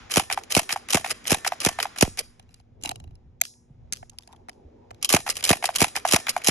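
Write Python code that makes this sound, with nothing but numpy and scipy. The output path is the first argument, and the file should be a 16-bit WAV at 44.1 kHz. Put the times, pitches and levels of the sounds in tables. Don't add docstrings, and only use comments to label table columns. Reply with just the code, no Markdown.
import sys
import numpy as np
from scipy import signal
from scipy.fft import rfft, irfft, next_fast_len
from scipy.io import wavfile
from scipy.ndimage import uniform_filter1d, minimum_filter1d

SR = 44100
rng = np.random.default_rng(int(sys.argv[2]) if len(sys.argv) > 2 else 0)


def wav_out(sig):
    wavfile.write(sys.argv[1], SR, np.round(np.clip(np.atleast_2d(sig).T, -1, 1) * 32767).astype(np.int16))


def voltage_ratio(decibels):
    exponent = np.asarray(decibels, float) / 20
    return 10 ** exponent


N = 286650

# start_s, gas_db, hammer_lead_s, action_force_db, loaded (1 pellets, 0 empty)
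SHOTS = [(0.17, -7, 0.011, -2, 0.81), (.566, -7, 0.016, -2.5, 0.85), (.945, -8, .012, -3, 0.87),
         (1.318, -6.5, 0.012, -2, 0.73), (1.662, -8.5, 0.013, -1.5, 0.63), (2.024, -1, 0.014, -1.5, 0.094),
         (5.1384, -4.5, .0118, -3, 0.99), (5.504, -5, .0117, -1, 0.88), (5.816, -6, 0.012, -1.1, 0.86),
         (6.135, -7, .012, -1.5, 0.94), (6.484, -9, 0.013, -1.5, 0.71)]
# freq_hz, level_db
PUFF = [(20, -48.5), (45, -12), (110, 2), (220, 4), (380, 1), (700, -4.5), (1500, -17), (4000, -32)]
# freq_hz, density_db_per_hz
CRACK = [(1470, -8.5), (2500, -11), (3090, 4.5), (3340, -8), (4200, -5.5), (5320, -5), (6580, -4),
         (8260, -4), (9010, -1.5), (9670, -5.5), (11000, 0), (11900, -12), (15100, -26), (16400, -48.5)]
# freq_hz, width_hz, level_db
CLACK = [(1124, 120, 1.5), (1835, 1450, 1.5), (2576, 413, 3.5), (3060, 100, 5.5)]
# start_s, crack_db, clack_db
TICKS = [(0.0978, -38.5, -31.5), (0.111, -19.5, -34.5), (0.1158, -16, -32.5), (0.4358, -29.5, -40.5),
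         (0.5091, -20.5, -28), (0.5214, -11.5, -33.5), (0.8872, -24.5, -26.5), (0.9041, -15.5, -36.5),
         (0.9264, -13.5, -30.5), (1.242, -40.5, -49), (1.2534, -39.5, -30), (1.272, -14.5, -46.5),
         (1.603, -16, -46.5), (1.961, -34.5, -28.5), (1.985, -16, -25.5), (5.027, -14.5, -30),
         (5.0468, -6.5, -24.5), (5.091, -9.5, -26), (5.355, -26.5, -36.5), (5.3683, -16, -34),
         (5.0989, -14.5, -30.5), (5.1059, -12.5, -30.5), (5.4274, -39.5, -28.5), (5.4399, -11.5, -24.5),
         (5.451, -7, -42), (5.053, -16, -32.5), (1.279, -14, -36.5), (0.1394, -15, -42.5),
         (6.087, -13.5, -35.5), (5.475, -15, -32), (5.759, -7.5, -34.5), (5.7845, -16, -31.5),
         (6.0757, -16.5, -35), (6.111, -13, -29.5), (6.4171, -34, -32), (6.445, -14.5, -39.5),
         (6.464, -15.5, -29)]
# start_s, clack_db, knock_db
SEARS = [(0.3002, -18, -23.5), (0.3115, -18.5, -24), (0.6913, -16, -38.5), (0.7044, -15.5, -30),
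         (1.045, -18.5, -22.5), (1.061, -23, -25), (1.4471, -14.5, -27.5), (1.4642, -24, -17.5),
         (1.7877, -21, -17.5), (1.8006, -14, -31), (2.174, -30.5, -48), (2.185, -23, -37),
         (5.2644, -22, -25.5), (5.277, -21.5, -23.5), (5.6255, -22.5, -25), (5.6411, -17.5, -15.5),
         (5.955, -19, -31), (5.9703, -20, -25), (6.2679, -17, -35), (6.2834, -16.5, -33)]
# start_s, level_db
STOPS = [
    (0.375, -16),
    (0.7603, -18),
    (1.521, -16),
    (1.854, -19.5),
    (5.69, -15),
    (6.051, -10),
    (6.3645, -13),
]
# start_s, level_db
SNAPS = [
    (0.326, -11),
    (0.725, -10),
    (1.109, -12.5),
    (1.4741, -10),
    (1.8268, -11),
    (2.1904, -13.5),
    (5.3, -14),
    (5.6554, -12),
    (5.9638, -10.5),
    (6.2925, -10.5),
]
# start_s, length_s, level_db
STROKES = [(0.093, 0.15, -36.5), (0.313, 0.036, -36), (0.494, 0.11, -36.5), (0.709, 0.041, -35),
           (0.894, 0.032, -35.5), (1.093, 0.038, -31.5), (1.071, 0.028, -40.5), (1.253, 0.099, -37),
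           (1.458, .035, -34), (1.599, 0.079, -34.5), (1.797, 0.054, -35.5), (1.966, 0.053, -44.5),
           (2.172, 0.045, -41), (2.808, .026, -68), (5.012, .014, -56), (5.424, 0.024, -39.5),
           (5.985, 0.017, -46.5), (2.491, 0.15, -71.5), (2.827, 0.082, -51.5), (4.255, 0.095, -75.5),
           (5.028, 0.026, -45), (5.097, 0.044, -28.5), (5.266, 0.065, -34), (5.355, 0.063, -43),
           (5.438, 0.084, -30.5), (5.632, 0.051, -34.5), (5.748, 0.03, -36), (5.783, 0.07, -34),
           (5.735, .012, -44), (5.948, 0.045, -39), (6.066, 0.1, -35), (6.278, 0.04, -37),
           (6.434, 0.027, -37), (1.293, .012, -30), (2.847, .009, -41.5)]
# freq_hz, level_db, t60_s
TWIST = [(810, -18, .03), (380, -24.5, 0.032)]
# length_s, level_db
BARREL = [(.105, -57), (.1, -57), (.075, -57.5), (0.11, -52), (.1, -49.5), (.01, -80), (.1, -59),
          (.096, -57.5), (0.11, -64), (0.1, -51), (.01, -80)]
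# start_s, crack_db, clack_db, knock_db, ring_hz
HATCH = [(2.396, -41.5, -50, -46, 3290), (2.492, -51.5, -68, -58.5, 2300),
         (2.5426, -41, -54.5, -67.5, 4740), (2.6002, -51.5, -73.5, -52.5, 4800),
         (2.4272, -58, -69.5, -71, 5980), (2.9075, -36, -43.5, -36.5, 2870), (2.813, -51, -63.5, -75, 6000),
         (2.8248, -42.5, -63, -66, 6960), (2.8365, -24.5, -59.5, -42.5, 6820),
         (2.8495, -32, -42, -27, 2076), (2.858, -17.5, -34, -50, 2516), (2.8752, -32, -38.5, -52, 2820),
         (2.8924, -21, -38.5, -29, 4030), (2.9134, -27.5, -33, -45, 2956), (2.916, -35, -45, -26, 3960),
         (3.1541, -51, -68.5, -71.5, 5290)]
# start_s, crack_db, clack_db, knock_db, ring_hz
SHELL = [(3.4036, -46, -58, -73.5, 7820), (3.4185, -26.5, -44, -39, 4160), (3.9248, -18, -29, -67, 6230),
         (3.9335, -16.5, -31.5, -49, 6330), (4.0285, -50, -47, -34.5, 2360),
         (4.0964, -37.5, -63.5, -65, 6600), (4.1866, -27, -43.5, -59, 5130),
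         (4.1765, -61.5, -67, -71, 6430), (4.3205, -52, -59.5, -68, 6000), (4.2338, -50, -59, -71, 3560),
         (4.2754, -43, -52.5, -47, 5150), (4.3074, -76, -76, -55, 3600), (4.3274, -43.5, -52.5, -66, 3600),
         (4.333, -49, -64.5, -50, 3500), (4.362, -51.5, -61, -70.5, 3500), (4.486, -42.5, -46, -32, 5400),
         (4.4938, -33.5, -34.5, -38, 5320), (4.907, -65, -41, -45.5, 2586),
         (4.9114, -43, -65.5, -33.5, 2340), (4.9458, -48, -56, -65, 3930)]
# freq_hz, level_db, t60_s
RIM_MODES = [(2331, -5, .008), (3187, -14, .006), (4113, -19, .005), (6815, 1, .006), (7354, -3, .006),
             (8312, -10, .005), (11300, 1, .006), (700, -13, .01)]
# start_s, level_db
RIM_TAPS = [
    (3.4126, -29),
    (3.4142, -14),
    (3.4156, -6),
    (3.4168, -20),
]
# start_s, level_db, pitch_hz
THUDS = [(2.836, -42.5, 290.4), (2.864, -36.5, 298.4), (2.895, -37.5, 290), (3.051, -38, 80.04),
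         (3.048, -39, 105.6), (3.12, -44, 83.3), (3.702, -41.5, 135.2), (3.921, -43, 207),
         (4.022, -51, 94.9), (4.486, -48.5, 241), (4.641, -42, 74.5), (4.909, -48.5, 463)]
# start_s, length_s, pitch_hz, level_db
RUBS = [
    (2.184, 0.033, 500, -42.5),
    (2.839, 0.074, 840, -48),
    (4.232, 0.0084, 3540, -63),
    (4.326, 0.012, 3630, -66.5),
    (4.03, .008, 1870, -59),
    (4.112, 0.045, 833, -65.5),
    (4.192, 0.015, 860, -63),
    (4.282, 0.04, 860, -58.5),
    (4.325, 0.03, 850, -53),
]
# freq_hz, left_port_lead_rad
PORTS = [(0, 0), (1030, -0.3), (1380, 0.4), (2410, 0.6), (2840, 1.9), (3880, 0.4), (5250, 6.1), (6630, 7.0),
         (7750, 9.0), (9650, 9.2), (12000, 12.5), (13800, 12.7), (15100, 15.7), (16100, 15.6)]
# delay_s, level_db
ECHOES = [(.013, -40), (.0225, -21), (.038, -17), (.054, -36), (.124, -44)]
# freq_hz, t60_s
YARD_DECAY = [(300, 0.21), (1000, 0.058), (3000, 0.14), (5500, 0.35), (9000, 0.42), (11000, 0.3),
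              (14000, 0.07)]
# freq_hz, level_db
YARD_COLOUR = [(300, -8), (1000, 7.5), (3000, 0.5), (5500, -11), (7500, -11.5), (9200, -10), (11000, -12),
               (12500, -9.5), (16000, -40.5)]
# freq_hz, density_db_per_hz
AIR = [(18, -38.5), (30, -17), (65, 14), (207, -13), (240, -6), (273, -21.5), (349, -19), (590, -25),
       (792, -25), (996, -33), (1140, -42.5), (1500, -55), (1950, -91), (3300, -120)]
# freq_hz, correlation
AIR_SAME = [(30, 0.66), (60, 0.42), (130, 0.92), (290, 0.99), (640, -0.59), (1410, 0.69), (3100, -0.05),
            (6820, -0.05), (15000, -0.51)]
# time_s, wind_db, traffic_db, leaves_db
BREEZE = [(0, -59.5, -54.5, -50.5), (.12, -61, -53.5, -59.5), (1.901, -62.5, -53.5, -52.5),
          (2.3, -58.5, -61.5, -68.5), (2.62, -61, -70.5, -80.5), (2.9, -53, -53.5, -82),
          (3.109, -53, -63, -79.5), (3.499, -63.5, -67, -85), (4.0, -58.5, -63, -75.5),
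          (4.151, -62, -67, -78.5), (4.42, -61, -57, -78), (4.9, -62.5, -55, -75.5),
          (5.06, -60, -53, -69.5), (6.5, -65.5, -50.5, -50.5)]
# freq_hz, level_db
HUM = [(120, -75), (240, -66), (358, -76), (470, -79)]
# freq_hz, density_db_per_hz
LEAVES = [(650, -27), (1100, -7), (2300, -9.5), (4000, -16), (7000, -20), (9300, -37), (10800, -26),
          (12200, -53.5), (15000, -79.5)]
# low_hz, high_hz, sum_time_share, difference_time_share
TOP_BANDS = [(5900, 6500, 1, .6), (7900, 8700, .46, 1), (8700, 9300, .6, 1), (9300, 10200, .4, 1),
             (11600, 12400, .55, .2), (12400, 13600, .35, .1), (13600, 15000, .2, .12),
             (15000, 17500, .08, .08)]

# crack_db, clack_db, hollow_knock_db
HAMMER, VALVE, RECOIL, BOLT = (-3.5, -13.5, -23.5), (-3, -10, -32.5), (-2.5, -7, -20.5), (-7, -11, -17)
TICK, SEAR, SNAP, STOP = (0, 0, -16), (-23.5, 0, 0), (0, -9, -27.5), (-12, -8.5, 0)
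BOARD, FENCE_TICK = (-24, -31, -37), (-25.5, -34, -40.5)
SLAM, OPEN_POP, STOP_REBOUND = (-3.5, -11, -11.5), (-30, -9.5, -40.5), (6, 0, -8)

VALVE_S, RECOIL_S, BOLT_S, SLAM_S, REBOUND_S = -.0004, 0.0082, .0245, .0275, .0335
BOARD_S, FENCE_S, BARREL_S = .0655, .0515, .025
STOP_REBOUND_S = .0125
TOUCH_DB, REBOUND_DB, STOP_REBOUND_DB = -3.5, -10, -9
EMPTY_DB = -19.5
ACTION_T60_S, TRIGGER_T60_S, SLAM_T60_S, SHELL_T60_S = 0.039, 0.062, .016, 0.014

PELLET_DB, FENCE_DB, EMPTY_FENCE_DB = -0.5, -30, 10
SWIRL_DB, SWIRL_HZ, SWIRL_T60_S = -9.5, 640, 0.1
BUFFET_DB, BUFFET_HZ = -28.5, 70
BOOM_DB, BOOM_HZ = 18, 59.7

STRIKE_DB, STRIKE_SHARE = -3.5, 1
STOCK_HZ, STOCK_EDGE_HZ, KNOCK_T60_S = 740.7, 566, .015
UPPER_KNOCK_RATIO, UPPER_KNOCK_DB = 3.3, -18
GROAN_DB, GROAN_HZ = -11.5, 433
SPRING_HZ, BARREL_HZ = 4800, 1793

BOUNCES, BOUNCE_S, BOUNCE_GAP_S, BOUNCE_SHRINK_S, BOUNCE_HZ = 5, 2.958, .0432, .0036, 2850
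BOUNCE_DB, BOUNCE_LOSS_DB = (-36, -55.5, -41.5), (-6.5, -3, -3.5)
LATCH, LATCH_LOSS_DB = [(2850, -11, .035), (4000, -12, .025)], -5

FACING_DB, HATCH_FACING_DB = 20, -10
GLINT_HZ, GLINT_DB, BODY_DB = 10600, -4.5, -6
SHOULDER_ECHO_DB = -17
YARD_APART, LEAVES_APART = .45, 0.96
MASK_HZ, MASK_DB, MASK_FRAMES = 7500, -23, 9


def read(points, hz):
    f, value = np.transpose(points)
    return np.interp(np.log(hz + 1), np.log(f + 1), value)


def evened(x):
    return x / np.sqrt(np.mean(x ** 2) + 1e-20)


def add(mix, start_s, sound):
    part = mix[..., round(start_s * SR):][..., :sound.shape[-1]]
    part += sound[..., :part.shape[-1]]


def shaped(x, gain):
    size = next_fast_len(x.shape[-1] + min(8192, x.shape[-1]))
    return irfft(rfft(x, size) * gain(np.fft.rfftfreq(size, 1 / SR)), size)[..., :x.shape[-1]]


def resonate(x, hz, width_hz):
    r = np.exp(-np.pi * width_hz / SR)
    return 2 * signal.lfilter([1 - r], [1, -r * np.exp(2j * np.pi * hz / SR)], x + 0j).real


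def modes(table, t):
    return sum(voltage_ratio(db - 60 * t / t60_s) * np.sin(2 * np.pi * hz * rng.uniform(.97, 1.03) * t)
               for hz, db, t60_s in table)


def ported(size, apart):
    noise = rng.standard_normal((3, size))
    side = np.array([[.5], [-.5]])
    shared = shaped(noise[2], lambda hz: np.exp(1j * side * read(PORTS, hz)))
    return (shared + apart * noise[:2]) / np.sqrt(1 + apart ** 2)


def parts(rattle, ring_hz, ring_db, small_hz=900):
    crack = shaped(rattle, lambda hz: voltage_ratio(read(CRACK, hz)) / (1 + (small_hz / (hz + 1)) ** 4))
    ring = voltage_ratio(ring_db) * evened(resonate(rattle, ring_hz, 350))
    clack = sum((-1) ** k * voltage_ratio(db) * resonate(rattle, hz, width_hz)
                for k, (hz, width_hz, db) in enumerate(CLACK))
    return evened(crack), ring, evened(clack)


def hits(rows, apart, ring_db, small_hz, contact_db):
    out, rings = np.zeros((2, 2, N))
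    t = np.arange(2560) / SR
    for start_s, crack_db, clack_db, knock_db, ring_hz, t60_s in rows:
        both, left, right, slip = rng.standard_normal((4, len(t)))
        knock_hz = STOCK_HZ * rng.uniform(.93, 1.06)
        skew_rad = rng.uniform(-.35, .35)

        burst = (1 - np.exp(-(t / 0.00067) ** 2)) * voltage_ratio(-60 * t / np.clip(t60_s, .004, .1))
        burst *= 1 + voltage_ratio(STRIKE_DB - 60 * abs(t - .0015) / (t60_s * STRIKE_SHARE))
        chatter = voltage_ratio(4.4 * evened(resonate(slip, 0, 750)))
        both[40] += voltage_ratio(contact_db)
        unlike = apart * resonate(np.array([left, right]), 4500, 7400)
        crack, ring, clack = parts((both + unlike) * burst * chatter, ring_hz, ring_db, small_hz)

        turns = knock_hz * (t - 0.7 * 0.0019 * np.exp(-t / 0.00042))
        upper = voltage_ratio(UPPER_KNOCK_DB - 60 * t / 0.0067) * np.sin(2 * np.pi * UPPER_KNOCK_RATIO * turns)
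        knock = np.sin(2 * np.pi * turns + [[skew_rad], [-skew_rad]]) + upper
        knock *= voltage_ratio(-60 * t / KNOCK_T60_S) * (1 - np.exp(-t / 0.0023))

        size = voltage_ratio(crack_db + 3.0) / abs(crack).max()
        clack *= voltage_ratio(clack_db - 15.5 - 60 * t / 0.1)
        add(out, start_s - .0009, size * crack + clack + voltage_ratio(knock_db + 13.0) * knock)
        add(rings, start_s - .0009, size * ring)
    return out, rings


def blasts():
    push = np.zeros(N)
    boom = np.zeros(N)
    swirl = np.zeros((2, N))
    t = np.arange(3000) / SR
    click = np.ones(1)
    for start_s, db, lead_s, force_db, loaded in SHOTS:
        add(push, start_s + 0.013, voltage_ratio(db + PELLET_DB + EMPTY_DB * (1.5 - loaded)) * click)
        add(push, start_s + 0.002 - .001 * loaded, voltage_ratio(db) * click)
        back_db = FENCE_DB + EMPTY_FENCE_DB * (1 - loaded)
        add(push, start_s + FENCE_S, voltage_ratio(db + back_db) * np.hanning(40) / 20)
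        add(boom, start_s + 0.0018, (1 - loaded) * voltage_ratio(db) * click)
        add(boom, start_s + FENCE_S, (1 - loaded) * voltage_ratio(db + back_db + 4) * click)

        air = rng.standard_normal((3, len(t)))
        air = air[:2] + 3.3 * air[2]
        eddies = evened(resonate(resonate(air, SWIRL_HZ, 650), SWIRL_HZ, 650))
        eddies_db = db + SWIRL_DB + EMPTY_DB / 2 * (2.0 - loaded) - 60 * t / SWIRL_T60_S
        add(swirl, start_s, voltage_ratio(eddies_db) * eddies)
        buffet = evened(resonate(resonate(air[:1], BUFFET_HZ, 60), BUFFET_HZ, 60)) * np.hanning(len(t))
        add(swirl, start_s - .02, voltage_ratio(db + BUFFET_DB - 28.5) * buffet * [[1], [-1]])
    boom = resonate(resonate(boom, BOOM_HZ, 96), BOOM_HZ, 140)
    boom = -voltage_ratio(BOOM_DB) * boom * voltage_ratio([[-4.0], [3.0]])
    gas = voltage_ratio(30.0) * shaped(push, lambda hz: -voltage_ratio(read(PUFF, hz)))
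    return gas, swirl + boom


def action():
    rows, slams = [], []
    for start_s, gas_db, lead_s, force_db, loaded in SHOTS:
        kick_db = force_db + EMPTY_DB * (1 - loaded)
        rows += [(start_s - lead_s, *np.add(HAMMER, force_db)),
                 (start_s + VALVE_S, *np.add(VALVE, force_db)),
                 (start_s + RECOIL_S, *np.add(RECOIL, kick_db)),
                 (start_s + BOLT_S, *np.add(BOLT, kick_db + TOUCH_DB)),
                 (start_s + BOARD_S, *np.add(BOARD, kick_db)),
                 (start_s + FENCE_S, *np.add(FENCE_TICK, (force_db + kick_db) / 2)),
                 (start_s, *np.add(OPEN_POP, EMPTY_DB * 2 * loaded)),
                 (start_s + REBOUND_S, *np.add(BOLT, kick_db + REBOUND_DB))]
        slams.append((start_s + SLAM_S, *np.add(SLAM, kick_db), 6000, SLAM_T60_S))
    rows += [(s, *np.add(TICK, (crack_db, clack_db, clack_db))) for s, crack_db, clack_db in TICKS]
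    t60s = [ACTION_T60_S] * len(rows)

    rows += [(s, *np.add(SEAR, (0, clack_db, knock_db))) for s, clack_db, knock_db in SEARS]
    for start_s, db in STOPS:
        rebound = np.add(STOP_REBOUND, db + STOP_REBOUND_DB)
        rows += [(start_s, *np.add(STOP, db)), (start_s + STOP_REBOUND_S, *np.add(STOP, rebound))]
    t60s += [TRIGGER_T60_S] * (len(rows) - len(t60s))
    return [row + (rng.uniform(4600, 6300), t60_s) for row, t60_s in zip(rows, t60s)] + slams


def springs():
    return [(s, *np.add(SNAP, db), SPRING_HZ * rng.uniform(.95, 1.1), ACTION_T60_S) for s, db in SNAPS]


def slides():
    out = np.zeros((2, N))
    for start_s, length_s, db in STROKES:
        both, left, right, slip = rng.standard_normal((4, 6000))[:, :round(length_s * SR)]
        chatter = voltage_ratio(5.4 * evened(uniform_filter1d(slip, 110))) * signal.windows.tukey(len(slip), .3)
        crack, ring, clack = parts((both + 0.72 * np.array([left, right])) * chatter, 5000, -12.0)
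        add(out, start_s, voltage_ratio(db) * (crack + ring + voltage_ratio(-2.5) * clack))
        groan = evened(resonate(resonate(both * chatter, GROAN_HZ, 490), GROAN_HZ, 490))
        add(out, start_s, voltage_ratio(db + GROAN_DB) * groan)
    return out


def twist():
    out = np.zeros(N)
    t = np.arange(2000) / SR
    for start_s, gas_db, lead_s, force_db, loaded in SHOTS:
        add(out, start_s - lead_s, voltage_ratio(force_db) * modes(TWIST, t))
        add(out, start_s, voltage_ratio(force_db - 6) * modes(TWIST, t))
    return 2 * out


def barrel():
    out = np.zeros(N)
    for (start_s, *_), (length_s, db) in zip(SHOTS, BARREL):
        t = np.arange(0, length_s, 1 / SR)
        tone = np.sin(2 * np.pi * BARREL_HZ * t) * signal.windows.tukey(len(t), .1)
        add(out, start_s + BARREL_S, voltage_ratio(db - 30 * t) * tone)
    return out


def bounces():
    rows = []
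    for k in range(BOUNCES):
        start_s = BOUNCE_S + k * BOUNCE_GAP_S - k * (k - 1) / 2 * BOUNCE_SHRINK_S
        rows.append((start_s, *np.add(BOUNCE_DB, np.multiply(BOUNCE_LOSS_DB, k)), BOUNCE_HZ))
    return rows


def reload():
    return [tuple(row) + (SHELL_T60_S,) for row in HATCH + bounces() + SHELL]


def latch():
    out = np.zeros(N)
    t = np.arange(1500) / SR
    blows = [row[:2] for row in HATCH]
    blows += [(row[0], BOUNCE_DB[0] + k * LATCH_LOSS_DB) for k, row in enumerate(bounces())]
    for start_s, db in blows:
        add(out, start_s, voltage_ratio(db) * modes(LATCH, t))
    return out


def drop():
    out = np.zeros(N)
    t = np.arange(1500) / SR
    for start_s, tap_db in RIM_TAPS:
        for hz, db, t60_s in RIM_MODES:
            tone = np.sin(2 * np.pi * (hz * t + rng.random()))
            add(out, start_s, voltage_ratio(tap_db + db - 60 * t / t60_s) * tone)
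    return shaped(out, lambda hz: 1 / (1 + (420 / (hz + 1)) ** 6))


def thumps():
    out = np.zeros(N)
    t = np.arange(3000) / SR
    for start_s, db, hz in THUDS:
        add(out, start_s - .004, voltage_ratio(db + 2.5 - 60 * t * hz / 11.0) * np.sin(2 * np.pi * hz * t))
    return out


def rubs():
    out = np.zeros((2, N))
    for start_s, length_s, hz, db in RUBS:
        noise = rng.standard_normal((2, 8000))[:, :round(length_s * SR)]
        drag = resonate(resonate(noise, hz, 260), hz, 260)
        fade = signal.windows.tukey(drag.shape[1], .5)
        add(out, start_s, voltage_ratio(db) * evened(drag + drag[::-1] * 0.65) * fade)
    return out


def facing(rows):
    out = np.zeros(N)
    for start_s, db, *_ in rows + RIM_TAPS[2:3]:
        hatch_db = HATCH_FACING_DB * (start_s < SHELL[0][0])
        add(out, start_s, voltage_ratio(db + FACING_DB + hatch_db) * np.ones(1))
    edge = np.gradient(out)
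    treble = resonate(resonate(edge, 4900, 2300), 7000, 8300)
    glint = voltage_ratio(GLINT_DB) * resonate(out, GLINT_HZ, 900)
    return treble + glint + voltage_ratio(BODY_DB) * resonate(edge, 2800, 1500)


def yard(raised, lowered):
    hz, t, z = signal.stft(ported(SR // 2, YARD_APART), SR, nperseg=256)
    z = z * voltage_ratio(-60 * t / read(YARD_DECAY, hz)[:, None]) * np.clip(t / .045, 0, 1) ** 2
    tail = voltage_ratio(-58.5) * evened(signal.istft(z, SR, nperseg=256)[1])
    fences = np.zeros((2, SR // 6))
    for delay_s, db in ECHOES:
        add(fences, delay_s - .003, voltage_ratio(db - 15) * rng.standard_normal((2, 240)) * np.hanning(240))
    back = signal.fftconvolve((raised + lowered)[None], tail, axes=1)[:, :N]
    sideways = voltage_ratio(SHOULDER_ECHO_DB) * raised + lowered
    back += signal.oaconvolve(sideways[None], fences, axes=1)[:, :N]
    return shaped(back, lambda hz: voltage_ratio(read(YARD_COLOUR, hz)))


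def breeze():
    frames, hz = N // 256 + 5, np.fft.rfftfreq(1024, 1 / SR)
    a, b, c, d, patches = rng.standard_normal((frames, 513, 5)).T
    patches = evened(uniform_filter1d(uniform_filter1d(patches, 6, 0), 14, 1))
    same = np.clip(read(AIR_SAME, hz), -1, 1)[:, None]
    left = a + 1j * b
    z = np.array([left, same * left + np.sqrt(1 - same ** 2) * (c + 1j * d)])

    time_s, wind_db, far_db, leaves_db = np.transpose(BREEZE)
    frame_s = np.arange(frames) * 256 / SR
    wind_db = np.interp(frame_s, time_s, wind_db)
    far_db = np.interp(frame_s, time_s, far_db)
    windy = 1 / (1 + (hz[:, None] / 220) ** 4)
    level_db = windy * (wind_db + 2.7 * patches) + (1 - windy) * (far_db + 14.0 + 2.5 * patches)
    z = z * voltage_ratio(read(AIR, hz)[:, None] + level_db - 5.0)
    air = signal.istft(z, nperseg=1024, noverlap=768)[1][:, :N]

    n = np.arange(N)
    waver = voltage_ratio(1.0 * evened(uniform_filter1d(rng.standard_normal(N), 6000)))
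    waver *= voltage_ratio(0.21 * np.interp(n / 256, np.arange(frames), far_db + 63.0))
    return air + waver * sum(voltage_ratio(db) * np.sin(2 * np.pi * f * n / SR) for f, db in HUM)


def hiss():
    noise = shaped(ported(N, LEAVES_APART), lambda hz: voltage_ratio(read(LEAVES, hz)))
    time_s, wind_db, far_db, leaves_db = np.transpose(BREEZE)
    return evened(noise) * voltage_ratio(np.interp(np.arange(N) / SR, time_s, leaves_db))


def scene():
    side = np.array([[.5], [-.5]])
    gun = sum(hits(action(), apart=0.59, ring_db=-23.0, small_hz=910, contact_db=13))
    gun = shaped(gun, lambda hz: 1 / (1 + (STOCK_EDGE_HZ / (hz + 1)) ** 8))
    gun += slides() + barrel()
    gun += sum(hits(springs(), apart=1.0, ring_db=-8.5, small_hz=2520, contact_db=14.5))
    near = shaped(gun, lambda hz: np.exp(1j * side * read(PORTS, hz)))

    hands, rings = hits(reload(), apart=1.0, ring_db=-4.0, small_hz=2430, contact_db=7)
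    lowered = hands + rings + drop() + latch()
    near += shaped(lowered, lambda hz: np.exp(2j * np.pi * side * hz * 22 / SR))

    gas, swirl = blasts()
    near += voltage_ratio([[-.35], [.35]]) * np.array([gas, np.roll(gas, -4)])
    near += twist() * side + swirl + thumps()
    far = yard(gun.mean(0) + 0.24 * gas, facing(reload()))
    return voltage_ratio([[-.5], [.5]]) * near + far + breeze() + hiss() + rubs()


def thinned(x):
    hz, t, z = signal.stft([x[0] + x[1], x[0] - x[1]], SR, nperseg=256)
    treble = hz > MASK_HZ
    top = (abs(z[:, treble]) ** 2).sum(axis=1)
    loudest = -minimum_filter1d(-top, size=MASK_FRAMES, axis=1)
    kept = np.ones(z.shape)
    kept[:, treble] = (top > loudest * voltage_ratio(2 * MASK_DB))[:, None]
    for low_hz, high_hz, *shares in TOP_BANDS:
        band = (hz >= low_hz) & (hz < high_hz)
        power = uniform_filter1d((abs(z[:, band]) ** 2).sum(axis=1), size=3, axis=1)
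        loud = [p >= np.quantile(p, 1 - share) for p, share in zip(power, shares)]
        kept[:, band] *= np.array(loud)[:, None]
    both, apart = signal.istft(z * kept, SR, nperseg=256)[1][:, :N] / 2
    return np.array([both + apart, both - apart])


def band_limit(x):
    return signal.sosfilt(signal.butter(12, 16530, fs=SR, output="sos"), x)


def record(dry):
    turns = 1.4
    chirped = shaped(dry, lambda hz: np.exp(-2j * np.pi * turns * (np.log(hz + 15) - hz / 8000)))
    chirped = shaped(chirped, lambda hz: 1 / (1 + (hz / 14500) ** 16))
    mix = thinned(1.332 * np.tanh(chirped / 1.134))
    return band_limit(mix)


dry = scene()
out = record(dry)
wav_out(out)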